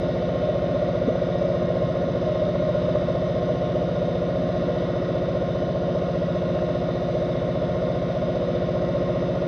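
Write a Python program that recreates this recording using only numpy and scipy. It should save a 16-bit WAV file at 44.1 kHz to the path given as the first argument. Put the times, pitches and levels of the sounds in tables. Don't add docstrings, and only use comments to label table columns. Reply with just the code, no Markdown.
import sys
import numpy as np
from scipy import signal
from scipy.fft import rfft, irfft
from scipy.io import wavfile
from scipy.ndimage import uniform_filter1d, map_coordinates

SR = 44100
rng = np.random.default_rng(int(sys.argv[2]) if len(sys.argv) > 2 else 0)


def put_to_file(sound):
    columns = np.atleast_2d(sound).T
    safe = np.clip(columns, -1, 1)
    whole_steps = np.round(safe * 32767)
    wavfile.write(sys.argv[1], SR, whole_steps.astype(np.int16))


def level_to_linear(level):
    exponent = np.asarray(level, float) / 20
    return 10 ** exponent


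N = 417627
SPAN_S = 10
CYCLE_HZ, PUMP_HZ = 15.0, 177.34


def wobble(rate_hz):
    knots = rng.standard_normal(int(N * rate_hz / SR) + 4)
    return map_coordinates(knots, [np.arange(N) * rate_hz / SR])


def tones(hz, db, turns, unsteady_db, blur_hz):
    spectrum = np.zeros(SPAN_S * SR // 2 + 1, complex)
    near = np.arange(-6 * SPAN_S, 6 * SPAN_S + 1)
    shape = np.exp(-(near / SPAN_S / blur_hz) ** 2)
    for f, level, turn, waver_db in zip(hz, db, turns, np.broadcast_to(unsteady_db, len(hz))):
        skirt = shape * (rng.standard_normal(len(near)) + 1j * rng.standard_normal(len(near)))
        skirt *= level_to_linear(waver_db) / np.linalg.norm(skirt)
        skirt[len(near) // 2] += np.exp(2j * np.pi * turn)
        spectrum[round(f * SPAN_S) + near] += level_to_linear(level) * skirt
    return irfft(spectrum)[:N] * SPAN_S * SR / np.sqrt(2)


def rush(points, patchy_db):
    z = signal.stft(rng.standard_normal(SPAN_S * SR), nperseg=512)[2]
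    patches = uniform_filter1d(rng.standard_normal(z.shape), 4, 0)
    patches = uniform_filter1d(patches, 20, 1)
    z = z * level_to_linear(patchy_db * patches / patches.std())
    white = signal.istft(z, nperseg=512)[1][:SPAN_S * SR]
    hz = np.fft.rfftfreq(SPAN_S * SR, 1 / SR)
    f, db = np.transpose(points)
    gain = level_to_linear(np.interp(np.log(hz + 1), np.log(f + 1), db, left=-200, right=-200))
    return irfft(rfft(white / white.std()) * gain)[:N] * np.sqrt(SR / 2)


# [order, level/dB rms]
ENGINE_ORDERS = [(1, -72.8), (2, -63.6), (3, -49.6), (4, -43.3), (5, -44.2), (6, -48.6), (7, -39.3),
                 (8, -39.8), (9, -36.1), (10, -44.3), (11, -35.2), (12, -33.4), (13, -50.8), (14, -47.5),
                 (15, -52.6), (16, -45.0), (17, -47.5), (18, -50.1), (19, -54.1), (20, -48.2), (21, -50.5),
                 (22, -49.3), (23, -51.3), (25, -49.0), (26, -46.9), (27, -50.9), (28, -53.3), (29, -58.0),
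                 (30, -43.0), (31, -50.8), (32, -50.8), (33, -41.2), (34, -40.7), (35, -48.2), (36, -41.7),
                 (37, -33.7), (38, -43.0), (39, -39.8), (40, -38.6), (41, -34.7), (42, -42.0), (43, -41.0),
                 (44, -44.9), (45, -53.0), (48, -59.5), (49, -51.0), (50, -57.1), (51, -64.6), (52, -64.9)]
# [f/Hz, arrival/cycles]
ARRIVAL_DELAY = [(52, 0.305), (68, 0.292), (110, 0.555), (136, 0.742), (163, 0.702), (184, 1.231),
                 (229, 0.921), (457, 1.498), (517, 1.214), (549, 1.422), (574, 1.196), (601, 1.503),
                 (636, 1.598), (671, 1.362)]


def engine():
    order, db = np.transpose(ENGINE_ORDERS)
    weak = np.arange(53, 85)
    order = np.append(order, weak).astype(int)
    db = np.append(db, -67 + 1.5 * rng.standard_normal(len(weak)))
    between_hz = (np.arange(order[-1] + 1) - .5) * CYCLE_HZ
    lag = np.cumsum(np.interp(between_hz, *np.transpose(ARRIVAL_DELAY))) - .2
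    hz, turns = order * CYCLE_HZ, -lag[order]
    low = order < 14
    steady = tones(hz[low], db[low], turns[low], unsteady_db=-16, blur_hz=1.5)
    loose = tones(hz[~low], db[~low] - .6, turns[~low], unsteady_db=-9.5, blur_hz=1.6)
    return steady + loose


# [order, level/dB rms]
VANE_ORDERS = [(2, -36.3), (3, -46.1), (4, -43.8), (5, -61.0), (6, -50.2), (7, -61.1), (8, -57.9),
               (9, -66.6), (10, -65.4), (11, -61.8), (12, -60.3), (13, -63.4), (14, -68.1), (15, -65.4),
               (16, -65.0), (17, -62.7), (18, -67.4), (19, -68.5), (20, -68.5), (21, -67.3), (22, -74.4),
               (23, -67.8), (24, -76.9)]


def pump():
    order, db = np.transpose(VANE_ORDERS)
    waver_db = -11 + .3 * order
    return tones(order * PUMP_HZ, db - .4, rng.random(len(db)), unsteady_db=waver_db, blur_hz=1.4)


# [f/Hz, level/dB rms]
GEAR_TONES = [(248.3, -49.5), (258.4, -52.5), (266.5, -49), (294.7, -51), (358, -55), (488, -46.5),
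              (490.6, -51.5), (496.6, -39.5), (537, -53.5), (697.1, -49.5), (705, -47.5), (870, -65),
              (895, -56), (980.4, -64), (1074, -55), (1125, -61), (1185, -60.5), (1432, -58), (1695.1, -60),
              (2152, -69), (4982.2, -76.5), (5012.5, -73.5), (7852.2, -87), (7881.8, -96)]


def gears():
    hz, db = np.transpose(GEAR_TONES)
    return tones(hz, db - 2.3, rng.random(len(db)), unsteady_db=-8, blur_hz=1.7)


# [f/Hz, level/dB per Hz]
HULL_ROAR = [(12, -93.5), (30, -84), (60, -71), (103, -66.5), (192, -63.5), (251, -57.5), (333, -64),
             (360, -58), (421, -66.5), (495, -59), (555, -60), (605, -55.5), (779, -74.5), (849, -80)]


def hull():
    return rush(HULL_ROAR, patchy_db=1.2)


# [t/s, cavity ring level/dB, low surge level/dB]
CHURN_LEVELS = [(0, -28, -32), (.5, -18, -30.5), (1, -21.5, -29.5), (1.5, -16.5, -31),
                (1.999, -24.5, -26.5), (2.5, -18, -25.5), (3, -19.5, -23), (3.5, -20, -33),
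                (3.999, -21.5, -36), (4.5, -32, -33), (5.3, -38, -32.5), (6.2, -32.5, -30.5),
                (7.5, -29, -32.5), (8.5, -40.5, -32.5), (9.47, -34, -35)]


def churn():
    s, ring_db, surge_db = np.transpose(CHURN_LEVELS)
    t = np.arange(N) / SR
    ring = rush([(500, -72), (575, -57.5), (605, -54.5), (670, -67.5)], patchy_db=-1.3)
    surge = rush([(60, -78), (130, -66), (250, -66.5), (320, -78)], patchy_db=-0.5)
    ring *= level_to_linear(np.interp(t, s, ring_db) + 27)
    surge *= level_to_linear(np.interp(t, s, surge_db) + 29.5)
    return ring + surge


def shaft_turn():
    return np.cos(2 * np.pi * (2 * CYCLE_HZ * np.arange(N) / SR + 0.28))


# [f/Hz, level/dB per Hz]
WASH_BAND = [(850, -79.5), (1073, -69.5), (1184, -75.5), (1266, -71), (1350, -78), (1435, -71.5),
             (1560, -80), (1734, -85.5), (1872, -73.5), (2084, -83), (2224, -79), (2351, -90), (2746, -84),
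             (2999, -86.5)]


def wash():
    return level_to_linear(0.44 * wobble(1.8) + .3 * shaft_turn()) * rush(WASH_BAND, patchy_db=0.64)


# [f/Hz, level/dB per Hz]
FIZZ_BAND = [(3001, -84), (3240, -87), (3648, -77.5), (4085, -86.5), (4446, -93.5), (4594, -87.5),
             (4878, -92), (5166, -86.5), (5442, -99.9), (6057, -91), (6519, -108.1), (7249, -118.0)]


def fizz():
    return level_to_linear(.3 * wobble(2.6) + .6 * shaft_turn()) * rush(FIZZ_BAND, patchy_db=.7)


# [t/s, peak level/dB, f/Hz, t60/s]
CONTACTS = [(1.0774, -7, 240, .035), (1.0828, -13, 440, .045), (1.8415, -16, 135, .05),
            (2.62, -24, 150, .1), (2.9558, -32, 1200, .03), (2.9558, -36, 1750, .02), (5.08, -27, 85, .1),
            (6.589, -33, 1220, .03), (6.589, -37, 1650, .025), (7.5324, -62, 8500, .004),
            (7.72, -21, 90, .09), (9.42, -22, 130, .06)]


def bumps():
    out, t = np.zeros(N + SR), np.arange(SR // 4) / SR
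    for s, db, hz, t60 in CONTACTS:
        onset = 1 - np.exp(-t * hz * 1.1)
        swing = np.sin(2 * np.pi * hz * t) * onset
        out[round(s * SR):][:len(t)] += level_to_linear(db + 3.5 - 60 * t / t60) * swing
    return out[:N]


def scene():
    machinery = engine() + pump() + gears() + hull()
    water = churn() + wash() + fizz()
    return (machinery + water + bumps())[None]


# [f/Hz, level/dB per Hz]
CIRCUIT_HISS = [(7251, -120), (7878, -115.5), (9708, -119.5), (10839, -116.5), (11140, -120), (13298, -122),
                (14200, -126)]


def circuit():
    return rush(CIRCUIT_HISS, patchy_db=-2.3)


def band_limit(x):
    return signal.sosfilt(signal.butter(12, 14170, fs=SR, output="sos"), x)


def record(dry):
    return band_limit(dry + circuit())


dry = scene()
out = record(dry)
put_to_file(out)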